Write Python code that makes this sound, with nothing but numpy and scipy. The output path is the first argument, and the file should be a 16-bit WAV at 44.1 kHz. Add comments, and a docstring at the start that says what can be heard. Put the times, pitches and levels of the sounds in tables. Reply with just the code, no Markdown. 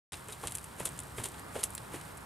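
"""A horse trots past on the loose gravel of an outdoor arena, drifting slightly from left to right.
Each footfall is an impact, a dull thud with a spray of grit, followed by a bright crunch as the
weight comes on. Between the steps single stones click and clink in briefly excited resonances.
Fine grit trickles, and low wind and the rustle of distant trees lie beneath as broadband noise."""
import sys
import numpy as np
from scipy import signal
from scipy.fft import rfft, irfft
from scipy.io import wavfile
from scipy.ndimage import uniform_filter1d

SR = 44100
rng = np.random.default_rng(int(sys.argv[2]) if len(sys.argv) > 2 else 0)


def transcribe(signal):
    """Save signal, clipped to [-1, 1], as a 16-bit WAV file at the path in sys.argv[1]."""
    frames = np.atleast_2d(signal).T
    limited = np.clip(frames, -1, 1)
    pcm = np.round(limited * 32767).astype(np.int16)
    wavfile.write(sys.argv[1], SR, pcm)


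N = 99225
T = np.arange(N) / SR
ANTIPHASE = np.array([[1], [-1]])  # left, right
THUD_WIDTH, GRAVEL_WIDTH = 0.13, 0.027  # side-to-mid amplitude ratios
# Spectrum of small stones in contact: frequency_hz, gain_db
CRACKLE_SPECTRUM = [(1500, -7), (4800, -10.5), (6000, -6.5), (7400, 0.5), (9600, 3.5), (11200, -1),
                    (13000, -8), (15500, -42)]


def footfalls():
    """Impact noise: the ground thumps, the hoof knocks at a resonance, grit is pressed aside and sprays."""
    # Hoof landings: peak_s, rise_s, decay_s, thump_db, knock_db, knock_hz, grit_db, spray_db
    landings = [(.132, 0.0023, 0.018, -52, -59, 385, -48, -54),
                (.288, 0.0026, 0.015, -59, -52, 423, -48, -69),
                (0.437, 0.005, 0.027, -44, -43, 460, -44.5, -46.5),
                (.803, 0.0074, 0.018, -45.5, -46, 447, -41.5, -45),
                (1.183, .004, 0.03, -43.5, -43.5, 395, -41, -43),
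                (1.556, 0.0051, 0.039, -58, -40, 510, -43.5, -46.5),
                (1.941, 0.014, 0.035, -50, -46, 373, -45, -47.5)]
    # Spectrum of the ground's thump: frequency_hz, gain_db
    thump_spectrum = [(35, -17), (70, 2), (120, -0.5), (190, -9.5), (300, -3), (700, -40)]
    # Spectrum of displaced grit: frequency_hz, gain_db
    grit_spectrum = [(120, -15.5), (400, -5), (900, -0.5), (1400, -4.5), (2000, -4), (3200, -6),
                     (5000, -18), (11000, -30), (15000, -64)]
    thump_lag_s, knock_width_hz = 0.018, 520

    def hoof_knock(hz):
        contacts = grains(2300, 0.55)
        return resonate(resonate(contacts, hz, knock_width_hz), hz, knock_width_hz)

    thump = stereo(lambda: colour(grains(3000, 0.42), thump_spectrum), width=0.13)
    grit = stereo(lambda: colour(grains(5000, 7.8), grit_spectrum), THUD_WIDTH)
    spray = stereo(lambda: colour(grains(5000, 6.4), CRACKLE_SPECTRUM), GRAVEL_WIDTH)
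    out = np.zeros((2, N))
    for peak_s, rise_s, decay_s, thump_db, knock_db, knock_hz, grit_db, spray_db in landings:
        knock = stereo(lambda: hoof_knock(knock_hz), THUD_WIDTH)
        out += burst(peak_s, rise_s, decay_s) * (undb(knock_db) * knock + undb(grit_db) * grit)
        out += burst(peak_s + thump_lag_s, rise_s=thump_lag_s, decay_s=0.017) * undb(thump_db) * thump
        out += burst(peak_s, rise_s=0.014, decay_s=0.035) * undb(spray_db) * spray
    return pan(out, left_lead_db=-0.3 * T)


def hoof_blows():
    """Impact excitation: heel and toe strike milliseconds apart, each blow driving one damped mode."""
    # Hoof on stone or packed ground: start_s, level_db, pitch_hz, decay_s
    blows = [(0.287, -44, 429, 0.02), (.4355, -35, 813, 0.0067), (.4385, -34.5, 1130, 0.003),
             (0.447, -46, 473, 0.0038), (0.8029, -32, 490, 0.0023), (.806, -37, 956, .003),
             (0.8096, -41.5, 180, 0.0077), (1.182, -32.5, 408, 0.0053), (1.196, -32, 101, .012),
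             (1.1989, -41, 890, 0.0037), (1.2512, -42, 395, 0.015), (1.553, -41, 367, 0.0096),
             (1.561, -27.5, 480, 0.0033), (1.5635, -34, 680, 0.0034), (1.572, -36.5, 487, 0.0039),
             (1.588, -36.5, 430, 0.0045), (1.9415, -36, 320, .005)]
    return sum(undb(level_db) * damped_mode(start_s, pitch_hz, decay_s, rise_cycles=0.22)
               for start_s, level_db, pitch_hz, decay_s in blows)


def crunches():
    """Granular yielding: packed gravel gives way under load; small stones crackle, larger ones grind."""
    # Gravel crushed under a hoof: peak_s, rise_s, decay_s, crackle_db, grinding_db
    crushes = [(0.1234, 0.00056, 0.003, -45, -46.5), (0.132, 0.0024, 0.01, -58, -43),
               (.305, 0.0036, .005, -50, -50), (.324, 0.0021, 0.015, -43.5, -47.5),
               (.480, 0.0029, 0.0056, -49, -38), (0.511, 0.0073, 0.0056, -49, -53),
               (0.556, 0.009, 0.0033, -39.5, -46), (0.857, 0.0036, .011, -33, -40.5),
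               (0.873, 0.0043, 0.0063, -57, -40.5), (1.239, 0.0014, 0.0038, -33, -44),
               (1.256, 0.0057, .011, -37.5, -38.5), (1.342, 0.0025, 0.0076, -59, -50),
               (1.383, 0.003, 0.0052, -59, -54), (1.611, 0.033, 0.011, -46, -46.5),
               (1.636, 0.0027, 0.012, -30, -40), (1.96, 0.017, 0.0061, -52, -59),
               (2.178, .004, 0.0047, -52.5, -64)]
    # Spectrum of larger stones grinding: frequency_hz, gain_db
    grinding_spectrum = [(100, -18), (350, 10), (1200, 2), (2000, 0.5), (3400, 8), (4300, 1), (5300, -6.5),
                         (9000, 8), (15000, -48)]
    crackle = stereo(lambda: colour(grains(4000, 5), CRACKLE_SPECTRUM), GRAVEL_WIDTH)
    grinding = stereo(lambda: colour(grains(4000, 7.4), grinding_spectrum), width=0.067)
    return sum(burst(peak_s, rise_s, decay_s) * (undb(crackle_db) * crackle + undb(grinding_db) * grinding)
               for peak_s, rise_s, decay_s, crackle_db, grinding_db in crushes)


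def stone_clicks():
    """Heavily damped resonance: a struck stone rings briefly, rebounds and rattles on its neighbours."""
    # Single stones striking: start_s, tick_db, pitch_hz, body_re_tick_db
    strikes = [(0.1216, -36.5, 8300, 3.5), (0.1324, -29, 8500, -1), (.142, -37, 8450, 8.5),
               (0.285, -30, 8500, -16), (0.4723, -17, 8300, -6.5), (0.4804, -32, 9000, 1.5),
               (0.5125, -31, 9500, -21), (.5218, -24, 9700, -7), (0.545, -42, 10000, -18),
               (0.5527, -15.5, 9500, -21), (0.5723, -27, 10600, -9), (.584, -27.5, 9000, -5),
               (.643, -27, 10200, -14), (0.7997, -26, 9100, -26), (.8525, -24, 9700, -18),
               (.8548, -16.5, 9800, -26), (0.8556, -19, 9200, -9), (.890, -27, 9500, -15),
               (0.9904, -24, 8340, -7.5), (1.002, -26.5, 9100, -16), (1.0347, -34, 9350, -16),
               (1.2411, -20.5, 9300, -7), (1.2872, -28.5, 9500, -22), (1.3957, -31.5, 10100, -11),
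               (1.6325, -25, 9800, -1.5), (1.6345, -22.5, 10500, -12.5), (1.638, -11.5, 9400, -12),
               (1.6395, -22, 8800, -21), (1.7049, -30, 10500, -22), (1.736, -35, 10000, -22),
               (1.7514, -24, 9000, -15), (1.779, -25.5, 8900, -3), (2.0124, -33.5, 9300, -1),
               (2.173, -36, 9700, -23)]
    # Spectrum of the duller body of a click: frequency_hz, gain_db
    body_spectrum = [(300, -13), (1500, -7), (3200, -2), (4300, -2.5), (5500, -6), (12000, -47.5)]
    rattle_db, rattle_decay_s = -22, 0.005
    rebound_db, mean_rebound_s = -6.5, 0.0011
    out = np.zeros(2 * N)
    t = T[:N // 20]
    for start_s, tick_db, pitch_hz, body_db in strikes:
        force = undb(rattle_db) * np.exp(-t / rattle_decay_s) * unit_rms(grains(6000, 4.3))[:len(t)]
        force[0] = 1  # the first contact
        force[int(mean_rebound_s * SR * (0.5 + rng.random()))] += undb(rebound_db)
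        tick = colour(resonate(force, pitch_hz, width_hz=4600), CRACKLE_SPECTRUM)
        body = colour(force, body_spectrum)
        click = tick / abs(tick).max() + undb(body_db) * body / abs(body).max()
        start = int(start_s * SR)
        out[start:start + len(t)] += undb(tick_db) * click
    return out[:N]


def clinks():
    """Modal vibration: small hard pieces ring with a clear pitch and inharmonic overtones."""
    # Pebbles or tack ringing: start_s, level_db, pitch_hz, decay_s
    strikes = [(0.2854, -38, 8140, .002), (.3225, -35, 9500, .004), (.3235, -42, 3910, 0.0038),
               (.3295, -34, 3820, 0.002), (1.7502, -28.5, 7617, .0028), (1.779, -44, 4030, .003)]
    # Modes of a clinking piece: frequency_ratio, gain_db
    modes = [(0.999, -3.5), (1.18, -16), (1.65, -15), (1.984, -9)]
    top_hz = 15400
    return sum(undb(level_db + gain_db) * damped_mode(start_s, pitch_hz * ratio, decay_s, rise_cycles=1)
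               for start_s, level_db, pitch_hz, decay_s in strikes
               for ratio, gain_db in modes if pitch_hz * ratio < top_hz)


def ground_scatter(x):
    """Diffuse reflection: the rough ground throws back a short, wide tail."""
    # Spectrum of the reflection: frequency_hz, gain_db
    spectrum = [(30, -28), (100, -12), (500, 9.5), (2000, -10), (4500, -4), (8000, 3.5), (14000, -35)]
    level_db, decay_s = -19, 0.012
    t = T[:N // 20]
    tail = rng.standard_normal(len(t)) * np.exp(-t / decay_s)
    reflected = signal.fftconvolve(colour(x.mean(axis=0), spectrum), tail / np.linalg.norm(tail))[:N]
    return undb(level_db) * reflected * ANTIPHASE


def trickle():
    """Shot noise: fine grit settles behind the horse, its many contacts merging into a hiss with ticks."""
    # Spectrum of settling grit: frequency_hz, gain_db
    spectrum = [(1000, -3), (3300, -1.5), (5200, -5.5), (6500, -9), (8500, 1), (10500, -5.5), (12500, -5),
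                (15000, -20)]
    level_db, fade_start_s, fade_db_per_s = -56, 2.11, 31
    fade_db = fade_db_per_s * np.maximum(T - fade_start_s, 0)
    hiss = stereo(lambda: colour(grains(9000, 2.5), spectrum), width=0.05)
    ticks = unit_rms(colour(grains(160, 5.5), CRACKLE_SPECTRUM))
    return (hiss + undb(-5) * ticks) * undb(level_db + 0.96 * wander(25.6) - fade_db)


def wind():
    """Low-frequency noise: the wind rumbles with a slightly wavering level."""
    # Spectrum of the wind: frequency_hz, gain_db
    spectrum = [(20, -31), (35, -22), (60, -0.5), (95, -0.5), (140, -0.5), (220, -8.5), (400, -13),
                (1000, -36)]
    level_db = -52
    rumble = stereo(lambda: colour(rng.standard_normal(N), spectrum), width=0.075)
    return rumble * undb(level_db + 1.3 * wander(9.8))


def trees():
    """Partial coherence between the ears: a wide, slowly swelling rustle, a little to the right."""
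    # Spectrum of the rustle: frequency_hz, gain_db
    spectrum = [(25, -32), (100, -1), (250, -4), (500, -3), (1000, 2), (1500, -1), (2200, -7.5),
                (4000, -25.5), (7000, -27.5), (15000, -59)]
    # Spread of the rustle between the ears: frequency_hz, side_gain_db
    spread = [(100, -2.5), (400, 3), (1200, -7), (2400, -8.5), (4500, 4), (8000, -18), (14000, -21)]
    level_db, rise_db_per_s, left_lag_s = -52.5, 1.5, 0.00011
    mid, side = (unit_rms(colour(rng.standard_normal(N), spectrum)) for _ in range(2))
    delayed = np.interp(T - left_lag_s, T, mid)
    rustle = np.array([delayed, mid]) + colour(side, spread) * ANTIPHASE
    swell_db = rise_db_per_s * (T - T.mean()) + 0.84 * wander(6.71)
    return pan(rustle * undb(level_db + swell_db), left_lead_db=-1.2)


def undb(db):
    """Amplitude ratio of a level in decibels."""
    return 10 ** (np.asarray(db) / 20)


def unit_rms(x):
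    """Normalisation to unit mean power."""
    return x / np.sqrt(np.mean(x ** 2))


def colour(x, spectrum):
    """Minimum-phase filtering through (frequency_hz, gain_db) points."""
    hz, db = np.array(spectrum, float).T
    size = 8192
    bins_hz = np.maximum(np.arange(size // 2 + 1) * SR / size, 1)
    gain = undb(np.interp(np.log(bins_hz), np.log(hz), db))
    cepstrum = irfft(np.log(gain))
    cepstrum[1:size // 2] *= 2  # folding onto positive time makes the filter causal
    cepstrum[size // 2 + 1:] = 0
    impulse_response = irfft(np.exp(rfft(cepstrum)))
    return signal.fftconvolve(x, impulse_response)[:len(x)]


def resonate(x, hz, width_hz):
    """Forced response of one damped resonance."""
    return signal.lfilter(*signal.iirpeak(hz, hz / width_hz, fs=SR), x)


def damped_mode(start_s, hz, decay_s, rise_cycles):
    """A mode builds up during contact and decays freely; its envelope peaks at 1."""
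    t = np.maximum(T - start_s, 0)
    envelope = (1 - np.exp(-t * hz / rise_cycles)) * np.exp(-t / decay_s)
    return envelope / envelope.max() * np.sin(2 * np.pi * hz * t)


def grains(rate_per_s, spread_db):
    """A Poisson process: tiny contacts of uneven size at random moments."""
    contacts = rng.random(N) < rate_per_s / SR
    polarity = np.sign(rng.standard_normal(N))
    return contacts * polarity * undb(spread_db * np.clip(rng.standard_normal(N), -2, 2))


def wander(rate_hz):
    """Slow random fluctuation of unit RMS."""
    hold = int(SR / rate_hz)
    steps = np.repeat(rng.standard_normal(N)[:N // hold + 1], hold)
    return unit_rms(uniform_filter1d(uniform_filter1d(steps, hold), hold)[:N])


def burst(peak_s, rise_s, decay_s):
    """Envelope of exponential growth and decay about a peak."""
    return np.exp(np.minimum((T - peak_s) / rise_s, (peak_s - T) / decay_s))


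def stereo(make, width):
    """Decorrelation: one draw of a sound is common to both ears, a second is added in antiphase."""
    return unit_rms(make()) + width * unit_rms(make()) * ANTIPHASE


def pan(x, left_lead_db):
    """A level difference between the ears places the sound to one side."""
    return x * undb(ANTIPHASE * left_lead_db / 2)


def scene():
    """Superposition of the horse, its ground reflection and the background."""
    gravel = pan(crunches() + stone_clicks() + clinks(), left_lead_db=1.1 - 0.95 * T)
    horse = footfalls() + hoof_blows() + gravel
    return horse + ground_scatter(horse) + trickle() + wind() + trees()


def record(dry):
    """Gating and band limiting: the sound opens after a moment of silence, its highest treble cut."""
    start_s, fade_in_s, cutoff_hz = 0.12, 0.002, 15400
    gate = np.clip((T - start_s) / fade_in_s, 0, 1)
    lowpass = signal.ellip(8, 0.2, 80, cutoff_hz, fs=SR, output="sos")
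    return signal.sosfilt(lowpass, dry * gate)


dry = scene()
out = record(dry)
transcribe(out)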